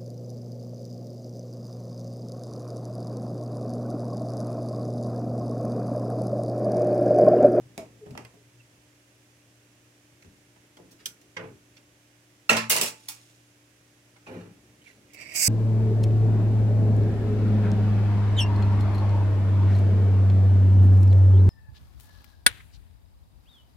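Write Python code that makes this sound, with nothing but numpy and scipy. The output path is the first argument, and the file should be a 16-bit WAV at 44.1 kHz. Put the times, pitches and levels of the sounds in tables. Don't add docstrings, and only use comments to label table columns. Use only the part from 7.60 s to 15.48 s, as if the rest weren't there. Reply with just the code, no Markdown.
import sys
import numpy as np
from scipy import signal
from scipy.fft import rfft, irfft, next_fast_len
from scipy.io import wavfile
from scipy.ndimage import map_coordinates

SR = 44100
rng = np.random.default_rng(int(sys.argv[2]) if len(sys.argv) > 2 else 0)


def bounce(signal):
    frames = np.transpose(np.atleast_2d(signal))
    limited = np.clip(frames, -1, 1)
    pcm = np.round(limited * 32767).astype(np.int16)
    wavfile.write(sys.argv[1], SR, pcm)


N = 347508


def amp(db):
    return 10 ** (np.asarray(db) / 20)


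def evened(x):
    return x / np.sqrt(np.mean(x ** 2, axis=-1, keepdims=True) + 1e-20)


def read(points, hz):
    f, value = np.transpose(points)
    return np.interp(np.log(hz + 1), np.log(f), value)


def add(mix, s, sound):
    part = mix[:, max(round(s * SR), 0):][:, :sound.shape[1]]
    part += sound[:, :part.shape[1]]


def drift(rate_hz):
    knots = rng.standard_normal(2048)
    return np.interp(np.arange(N) / SR * rate_hz, np.arange(len(knots)), knots)


def swell(s, width_s):
    return np.exp(-((np.arange(N) / SR - s) / width_s) ** 2)


# [f/Hz, correlation from -1 to 1; below 0 is read as 0]
LIKENESS = [(150, 1), (230, 0.8), (330, 0.87), (640, 0.5), (1400, -0.09), (3000, 0.0846), (12000, 0)]


def coloured(pair, spectrum):
    size = next_fast_len(pair.shape[1])
    hz = np.fft.rfftfreq(size, 1 / SR)
    first, second = rfft(pair, size)
    same = np.clip(read(LIKENESS, hz), 0, 1)
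    right = same * first + np.sqrt(1 - same ** 2) * second
    shaped = np.array([first, right]) * amp(read(spectrum, hz))
    return evened(irfft(shaped, size)[:, :pair.shape[1]])


def struck(modes, rise_s):
    t = np.arange(SR * 3 // 4) / SR
    out = np.zeros((2, len(t)))
    for hz, db, t60 in modes:
        phase_gap = np.arccos(np.clip(read(LIKENESS, hz), 0, 1)) * np.array([[0], [1]])
        out += amp(db - 60 * t / t60) * np.sin(2 * np.pi * (hz * t + rng.random()) + phase_gap)
    return out * (1 - np.exp(-(t / rise_s) ** 2))


def slips(per_s, spread_db):
    size = amp(spread_db * np.minimum(rng.exponential(1, N), 3))
    size *= rng.random(N) < per_s / SR
    grains = size * rng.choice([-1, 1], N)
    t = np.arange(SR // 15) / SR
    scatter = rng.standard_normal((2, len(t))) * (np.exp(-t / 0.00041) + 0.26 * np.exp(-t / 0.013))
    return signal.oaconvolve(grains[None], scatter, axes=1)[:, :N]


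def bent(pair, ratio):
    at = np.cumsum(ratio / ratio.mean())
    return np.array([map_coordinates(x, [at], order=3, mode="mirror") for x in pair])


# [f/Hz, level/dB before a lift of 3 dB]
HUM_PARTIALS = [(118.4, -69.5), (296.1, -72), (355.3, -80.5), (532.9, -85), (602.9, -83)]
# [f/Hz, relative level per Hz/dB]
AIR_SPECTRUM = [(25, -34.5), (60, -8.5), (120, -6.5), (200, -8.5), (330, -8), (450, -11.5), (600, -14.5),
                (900, -20), (1300, -21), (1800, -18), (2700, -19), (4200, -25), (6000, -22), (11000, -28.5),
                (15500, -36.5)]
# [t/s, level/dB]
RUMBLE_LEVEL = [(0, -57), (1, -67.5), (6.5, -67.5), (7.1, -64.5), (7.88, -56.5)]
HISS_DB = -63


def kitchen():
    t = np.arange(N) / SR
    hum = np.zeros(N)
    for hz, db in HUM_PARTIALS:
        level = amp(db + 3.0 + 0.88 * drift(3.7)) * np.sqrt(2)
        hum += level * np.sin(2 * np.pi * hz * t + 0.28 * drift(3.02))
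    air = coloured(rng.standard_normal((2, N)), AIR_SPECTRUM)
    low = signal.sosfiltfilt(signal.butter(2, 700, fs=SR, output="sos"), air)
    times, levels_db = np.transpose(RUMBLE_LEVEL)
    rumble = amp(np.interp(t, times, levels_db) + 0.88 * drift(8.1)) * evened(low)
    return hum + rumble + amp(HISS_DB) * evened(air - low)


# [t/s, duration/s, initial f/Hz, initial level/dB]
SHORT_TONES = [(-.05, 0.26, 123.4, -50), (0.172, 0.094, 650, -40.5), (0.403, 0.14, 428, -45),
               (.492, 0.068, 133, -41), (0.574, 0.13, 122, -48.5), (0.736, 0.11, 425, -61),
               (.82, 0.32, 126, -60), (.995, 0.035, 2670, -61.5), (2.636, .09, 87, -55),
               (3.79, 0.2, 132, -52.5), (6.73, 0.24, 178, -48), (6.704, .11, 255, -48.5)]
TONE_SAG, TONE_FADE_DB = 0.06, -12.5
TONE_WOBBLE, TONE_FLUTTER_DB = .022, 3.5


def short_tones():
    out = np.zeros((2, N))
    for s, length_s, hz, db in SHORT_TONES:
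        n = round(length_s * SR)
        sinking = np.linspace(0, 1, n) ** 2
        pitch_hz = hz * (1 - TONE_SAG * sinking) * (1 + TONE_WOBBLE * drift(103)[:n])
        turns = np.cumsum(pitch_hz) / SR
        tone = np.sin(2 * np.pi * turns) + amp(-42.0) * np.sin(4 * np.pi * turns)
        level_db = db + TONE_FADE_DB * sinking + TONE_FLUTTER_DB * drift(130.7)[:n]
        tone *= np.sqrt(2) * amp(level_db) * signal.windows.tukey(n, .5)
        add(out, s, np.array([tone, tone])[:, max(-round(s * SR), 0):])
    return out


# [t/s, duration/s, first f/Hz, last f/Hz, initial peak level/dB]
SQUEAKS = [(6.662, 0.054, 2560, 2390, -43.5), (7.212, .05, 2900, 3050, -58), (7.258, .065, 2400, 1950, -47)]
SQUEAK_RISE_SHARE, SQUEAK_FADE_DB = 0.16, -16
SQUEAK_ROUGH, SQUEAK_FLUTTER_DB, SQUEAK_SLIPS_PER_S = .035, 3, 500


def squeaks():
    out = np.zeros((2, N))
    quarter_turn = np.array([[0], [1 / 4]])
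    for s, length_s, from_hz, to_hz, db in SQUEAKS:
        n = round(length_s * SR)
        u = np.linspace(0, 1, n)
        glide_hz = to_hz + (from_hz - to_hz) * (1 - u) ** 2
        hz = glide_hz * (1 + SQUEAK_ROUGH * drift(SQUEAK_SLIPS_PER_S)[:n])
        flutter_db = SQUEAK_FLUTTER_DB * drift(SQUEAK_SLIPS_PER_S)[:n]
        level = amp(db + SQUEAK_FADE_DB * u + flutter_db)
        level *= np.minimum(u / SQUEAK_RISE_SHARE, 1) * np.minimum((1 - u) * 10, 1)
        add(out, s, level * np.sin(2 * np.pi * (np.cumsum(hz) / SR + quarter_turn)))
    return out


# [t/s of top speed, rise and fall/s, speed level/dB]
SURGES = [(7.548, 0.004, -31.5), (7.616, 0.036, -23.5), (7.69, 0.04, -27), (7.73, .02, -27),
          (7.764, 0.017, -18.5)]
PULL_S, PULL_RISE_S = 7.735, 0.089
# [f/Hz, relative level per Hz/dB]
RASP_SPECTRUM = [(60, -18), (150, -7), (450, -17), (600, -8), (850, -17), (1600, -14), (1850, -6),
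                 (2080, 2.5), (2650, 1), (2950, -9), (3400, -15), (4300, -13), (4650, -2), (5300, -7),
                 (6500, -20), (8100, -13), (9200, -24), (15000, -40)]
RASP_DB, RASP_FULL_SPEED = -38, 0.129
RASP_GLIDE = .03
RASP_WANDER, RASP_SHIFTS_PER_S = .025, 45
# [f/Hz, relative level per Hz/dB]
SWISH_SPECTRUM = [(300, -36), (480, -38), (600, -18), (780, -41), (1350, -37), (1520, -19), (1800, -22),
                  (2100, -11.5), (2800, -16), (3250, -27), (3800, -20), (4300, -13), (4700, 2), (5380, 2),
                  (6000, -2), (7300, -0.5), (8050, 3), (9200, -9), (11000, -9.5), (12000, -6.5),
                  (13000, -10.5), (15500, -12.5)]
SWISH_DB, SWISH_POWER = -16, 1.77
CRUNCH_DB, CRUNCHES_PER_S = -5, 260
# [f/Hz, relative level per Hz/dB]
RUB_SPECTRUM = [(1200, -19), (1800, -10), (2150, -1), (2700, -5), (3300, -13), (8000, -19.5), (15000, -31)]
RUB_S, RUB_WIDTH_S, RUB_DB = 7.285, 0.065, -59.5
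CATCH_DB, CATCHES_PER_S = .8, 120
DRAG_LEAN_DB = -5


def drag():
    t = np.arange(N) / SR
    speed = sum(amp(db) * np.exp(-abs(t - s) / width_s) for s, width_s, db in SURGES)
    speed += 1 - np.exp(-np.maximum(t - PULL_S, 0) / PULL_RISE_S)
    grip = np.tanh(speed / RASP_FULL_SPEED)
    pitch_ratio = 1 + RASP_GLIDE * grip + RASP_WANDER * drift(RASP_SHIFTS_PER_S)
    rasp = bent(coloured(slips(450, 1.3), RASP_SPECTRUM), pitch_ratio)
    swish = coloured(slips(3500, 2.9), SWISH_SPECTRUM)
    swish += amp(CRUNCH_DB) * coloured(slips(CRUNCHES_PER_S, 1.5), SWISH_SPECTRUM)
    rub = swell(RUB_S, RUB_WIDTH_S) * coloured(slips(500, 2.8), RUB_SPECTRUM)
    out = amp(RASP_DB) * grip * rasp + amp(SWISH_DB) * speed ** SWISH_POWER * swish + amp(RUB_DB) * rub
    return out * amp(CATCH_DB * drift(CATCHES_PER_S)) * amp([[DRAG_LEAN_DB / 2], [-DRAG_LEAN_DB / 2]])


# [f/Hz, relative level per Hz/dB]
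GRIND_SPECTRUM = [(80, -10), (250, 1), (600, -1), (720, -5), (870, 1), (1100, -5), (1400, -3), (1900, -10),
                  (2700, -6), (3300, -16), (5000, -22), (15000, -34)]
GRIND_S, GRIND_RISE_S, GRIND_HOLD_S = 6.664, 0.0074, 0.093
GRIND_DB, GRIND_FADE_DB_PER_S = -48.5, 110


def grind():
    t = np.arange(N) / SR - GRIND_S
    fade_db = GRIND_FADE_DB_PER_S * np.maximum(t - GRIND_HOLD_S, 0)
    level = np.clip(t / GRIND_RISE_S, 0, 1) * amp(GRIND_DB - fade_db)
    return level * coloured(slips(1500, 2.7), GRIND_SPECTRUM)


# [t/s of top speed, rise and fall/s, top level/dB]
SKIDS = [(5.275, 0.027, -36.5), (5.5, 0.29, -59.5)]
# [f/Hz, relative level per Hz/dB]
SKID_SPECTRUM = [(500, -20), (1500, -11.5), (2800, -2.5), (4200, -3), (7000, 0), (10000, -5), (15000, -16)]


def skids():
    level = sum(amp(db) * swell(s, width_s) for s, width_s, db in SKIDS)
    return level * coloured(slips(900, 3.0), SKID_SPECTRUM)


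# [t/s, lowest mode f/Hz, level/dB before the mode's own, its T60/s]
PIECES = [(.577, 2005, -43, 0.06), (.651, 2055, -49, 0.07), (4.903, 482, -28.5, 0.15),
          (5.101, 2125, -26, 0.073), (5.153, 642, -29, 0.15), (5.219, 426, -25, 0.081),
          (6.811, 2760, -59, 0.089)]
# [multiple of its lowest f, relative level/dB]
PLATE_MODES = [(1, 1.5), (1.35, -1.5), (1.58, -3), (2.1, -14.5), (2.63, -6.5)]
PLATE_DAMPING, PLATE_RISE_CYCLES = 0.41, 3.17


def pieces():
    out = np.zeros((2, N))
    for s, hz, db, t60 in PIECES:
        modes = [(hz * ratio, db + mode_db, t60 / ratio ** PLATE_DAMPING) for ratio, mode_db in PLATE_MODES]
        add(out, s, struck(modes, rise_s=PLATE_RISE_CYCLES / hz))
    return out


def ringing(colour, decay, direct_db, direct_s):
    t = np.arange(SR * 3 // 4) / SR
    noise = coloured(rng.standard_normal((2, len(t))), colour)
    hz, at, z = signal.stft(noise, SR, nperseg=256)
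    dying = z * amp(-60 * at / read(decay, hz)[:, None])
    dense = signal.istft(dying, SR, nperseg=256)[1][:, :len(t)]
    treble = signal.sosfilt(signal.butter(1, 1500, "high", fs=SR, output="sos"), dense)
    return dense + amp(direct_db) * treble * np.exp(-(t / direct_s) ** 2)


def chatter(build_s, length_s, per_s, strength):
    t = np.arange(SR // 8) / SR
    envelope = np.where(t < build_s, t / build_s, np.exp(-abs(t - build_s) / length_s))
    clicks = strength * envelope * rng.standard_normal(len(t)) * (rng.random(len(t)) < per_s / SR)
    clicks[round(build_s * SR)] = 1
    return clicks / np.linalg.norm(clicks)


HARD_FROM_HZ = 1620


def tilted(sound, hardness_db):
    size = next_fast_len(sound.shape[1] + 2048)
    octaves = np.log2(np.hypot(1, np.fft.rfftfreq(size, 1 / SR) / HARD_FROM_HZ))
    return irfft(rfft(sound, size) * amp(hardness_db * octaves), size)[:, :sound.shape[1]]


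BUILD_S, BUILD_AT_CHATTER_S = 0.0052, .01
THUD_LOW_SHARE = .11
HARDNESS_PER_OCTAVE_DB = 9


def blows(contacts, body, modes, modes_db, spread, dryness, per_s, strength, crack_hz):
    out = np.zeros((2, N))
    heaviest_db = max(row[2] for row in contacts)
    loudest_db = max(max(row[2], row[4]) for row in contacts)
    for s, length_s, thud_db, thud_hz, crack_db, hardness_db in contacts:
        build_s = BUILD_S * np.sqrt(length_s / BUILD_AT_CHATTER_S)
        modes_gain = amp(modes_db + spread * (thud_db - heaviest_db))
        sound = modes_gain * struck(modes, build_s + 0.24 * length_s)
        answer = body(dryness * (loudest_db - max(thud_db, crack_db)))
        clicks = chatter(build_s, length_s, per_s, strength)
        sound += signal.fftconvolve(answer, clicks[None], axes=1)[:, :sound.shape[1]]
        thud_band = [THUD_LOW_SHARE * thud_hz, thud_hz]
        thud = signal.sosfilt(signal.butter(3, thud_band, "band", fs=SR, output="sos"), sound)
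        edge_hz = crack_hz * 2 ** (hardness_db / HARDNESS_PER_OCTAVE_DB)
        crack_filter = signal.butter(2, edge_hz, "high", fs=SR, output="sos")
        crack = signal.sosfilt(crack_filter, tilted(sound, hardness_db))
        for part, db in (thud, thud_db), (crack, crack_db):
            add(out, s - build_s, amp(db) * part / part[:, :SR // 20].std())
    return out


# [f/Hz, relative level/dB, T60/s]
TRAY_MODES = [(105, -3, 0.29), (151.5, -20, 0.55), (177.6, -3.5, 0.5), (249.4, -6, 0.26), (320, -6, 0.12),
              (444, 3.5, 0.31), (518, 3, 0.33), (637, -9, 0.25), (860, 12, 0.16), (1010, 2.5, 0.32),
              (1002, -4, 0.4), (2450, 10, 0.048)]
# [f/Hz, relative level per Hz/dB]
TRAY_COLOUR = [(50, -10), (120, -10), (400, 6), (900, 2.5), (1400, 4), (2000, 4.5), (2900, 7), (3500, 0),
               (4100, -3), (6000, -4.5), (8500, -16.5), (15500, -31)]
# [f/Hz, T60/s]
TRAY_DECAY = [(100, 1), (500, 0.18), (1200, 0.39), (2900, 0.14), (3600, 0.14), (6000, 0.2), (15000, 0.19)]
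# [t/s, chatter/s, thud level/dB, thud top f/Hz, crack level/dB, hardness/dB per octave]
TRAY_CRACKS = [(2.623, .002, -78, 380, -62, 5), (2.646, 0.0067, -56.5, 285, -67, 3),
               (2.962, 0.005, -64, 375, -63.5, -13), (3.039, 0.0016, -69, 380, -73, -4),
               (3.170, .002, -58, 900, -60.5, 4), (3.19, 0.028, -53, 516, -73, -19),
               (3.24, 0.041, -59.5, 380, -77, -15), (3.312, .017, -61.5, 386, -58.5, 13),
               (3.395, 0.032, -65, 380, -60, 3.5), (3.458, 0.0018, -59.5, 380, -33.5, 11.5),
               (3.615, 0.0072, -65.5, 380, -65, 10), (3.768, 0.0045, -42, 840, -36, -5.5),
               (3.79, 0.029, -48.5, 1000, -42, -16), (3.838, 0.024, -44, 540, -52.5, -13),
               (3.888, 0.006, -51.5, 480, -62, -14), (4.169, .01, -68.5, 382, -58.5, 4),
               (6.562, 0.008, -68, 383, -62.5, -6.5), (7.535, .0007, -74, 380, -56.5, 14),
               (7.545, 0.00081, -73, 380, -56.5, 15)]
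# [t/s, chatter/s, thud level/dB, thud top f/Hz, crack level/dB, hardness/dB per octave]
TRAY_JUDDERS = [(6.668, 0.008, -52, 890, -57.5, 0), (6.686, 0.011, -45.5, 695, -54, -17),
                (6.712, 0.0041, -44.5, 484, -64, -8), (6.743, 0.0058, -45.5, 520, -60, -8),
                (6.759, 0.0021, -44.5, 380, -63, -20), (6.809, 0.006, -47.5, 400, -56.5, -17),
                (6.857, 0.003, -49, 308, -62, -18)]


def tray():
    def body(dry_db):
        return ringing(TRAY_COLOUR, TRAY_DECAY, direct_db=dry_db + 9.0, direct_s=0.01)
    return blows(TRAY_CRACKS + TRAY_JUDDERS, body, TRAY_MODES, modes_db=-8.5, spread=0.51,
                 dryness=0.021, per_s=1700, strength=1.0, crack_hz=640)


# [f/Hz, relative level/dB, T60/s]
SINK_MODES = [(117.2, -15, 1.6), (173.3, -12.5, 0.4), (225, -7, 0.29), (262, -7, 0.12), (383, -4, 0.16),
              (411.1, -6.5, 0.35), (470, -5, 0.33), (602, -2, 0.25), (647, -3, 0.21), (780, -9, 0.3),
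              (875.5, -6, 0.53), (983, -1.5, 0.22), (1102, -10.5, 0.4), (1312, -1.5, 0.39),
              (1410, -13.5, 0.24), (1860, -7, 0.22), (1954, -6.5, 0.34), (2190, -5, 0.23), (2241, -9, 0.28),
              (2479, -6.5, 0.29), (2650, -7, 0.4), (2707, -5, 0.25), (4320, -19, 0.16)]
# [f/Hz, relative level per Hz/dB]
SINK_COLOUR = [(50, -8.5), (110, -0.5), (220, 0), (600, 5.5), (1000, 12), (1400, 5.5), (1650, 5),
               (2200, 5.5), (2800, 8), (3100, 1), (3650, -1), (4400, 0), (7200, -5), (8100, -5),
               (11000, -12), (15500, -17)]
# [f/Hz, T60/s]
SINK_DECAY = [(100, 0.26), (500, 0.26), (1300, 0.29), (2800, 0.27), (3400, 0.22), (7000, 0.25),
              (15000, .17)]
# [t/s, chatter/s, thud level/dB, thud top f/Hz, crack level/dB, hardness/dB per octave]
SINK_KNOCKS = [(0.178, 0.00058, -40.5, 483, -45, 3), (0.463, 0.019, -48.5, 400, -63, -4),
               (0.508, 0.0059, -47.5, 275, -61, 3), (0.552, 0.0037, -46.5, 680, -53, -10),
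               (0.576, 0.003, -46.5, 460, -46, 0.5), (0.650, 0.003, -62, 410, -55.5, -0.5),
               (0.743, 0.007, -60, 410, -77, 9), (4.896, 0.0078, -25, 1210, -18.5, 0.5),
               (4.912, 0.011, -28.5, 930, -28, -5), (4.932, 0.012, -30, 700, -28.5, -1.5),
               (4.968, 0.005, -31, 920, -24.5, 0), (5.100, 0.007, -36.5, 1000, -17.5, 9),
               (5.111, .001, -42, 1020, -24.5, 10), (5.123, .002, -36, 1100, -27.5, 6.5),
               (5.131, 0.00094, -43, 1010, -31, 8), (5.154, 0.00417, -35, 1020, -34.5, 4.5),
               (5.164, 0.0019, -38, 1080, -26, 5), (5.172, .001, -41, 1000, -34.5, 5.5),
               (5.184, .002, -42, 895, -36, 4), (5.213, 0.002, -37.5, 1119, -23.5, 9.5),
               (5.233, 0.0041, -40.5, 580, -33, 8), (5.262, 0.00198, -56, 920, -39.5, 6.5),
               (5.285, 0.002, -58, 500, -42.5, 6.5), (5.487, 0.008, -57.5, 900, -35, 8)]
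# [f/Hz, level/dB, T60/s]
SHEET_MODES = [(1345, -11.5, 0.075), (2220, -19, 0.07), (2620, -12, 0.061), (2720, -6, 0.053),
               (4200, -12, 0.039)]
LANDING_S = 4.893
# [f/Hz, level/dB, T60/s]
BOOM_MODES = [(225.5, -23.5, .5)]
BOOM_S, BOOM_RISE_S = 4.908, .016


def sink():
    def body(dry_db):
        return ringing(SINK_COLOUR, SINK_DECAY, direct_db=dry_db - 1.5, direct_s=0.0019)
    out = blows(SINK_KNOCKS, body, SINK_MODES, modes_db=-8.0, spread=0.41,
                dryness=0.55, per_s=1900, strength=0.61, crack_hz=544)
    add(out, LANDING_S, struck(SHEET_MODES, rise_s=0.0021))
    add(out, BOOM_S, struck(BOOM_MODES, rise_s=BOOM_RISE_S))
    return out


def scene():
    ice_on_tray = squeaks() + drag() + grind() + tray()
    return kitchen() + short_tones() + ice_on_tray + skids() + pieces() + sink()


# [f/Hz, left minus right level/dB]
LEAN = [(500, 1.5), (1300, -1), (2400, -7), (3900, -1.5), (7000, -2.5), (11500, -6), (15000, -0.5)]
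OVERLOAD = .85
EDGE_HZ = 15950


def record(dry):
    size = next_fast_len(N + 4096)
    lean_db = read(LEAN, np.fft.rfftfreq(size, 1 / SR))
    ports = amp(np.array([lean_db, -lean_db]) / 2)
    balance = ports / np.sqrt((ports ** 2).mean(0))
    heard = irfft(rfft(dry, size) * balance, size)[:, :N]
    heard = OVERLOAD * np.tanh(heard / OVERLOAD)
    lowpass = signal.firwin(511, EDGE_HZ, window=("kaiser", 9), fs=SR)
    return signal.oaconvolve(heard, lowpass[None], "same")


dry = scene()
out = record(dry)
bounce(out)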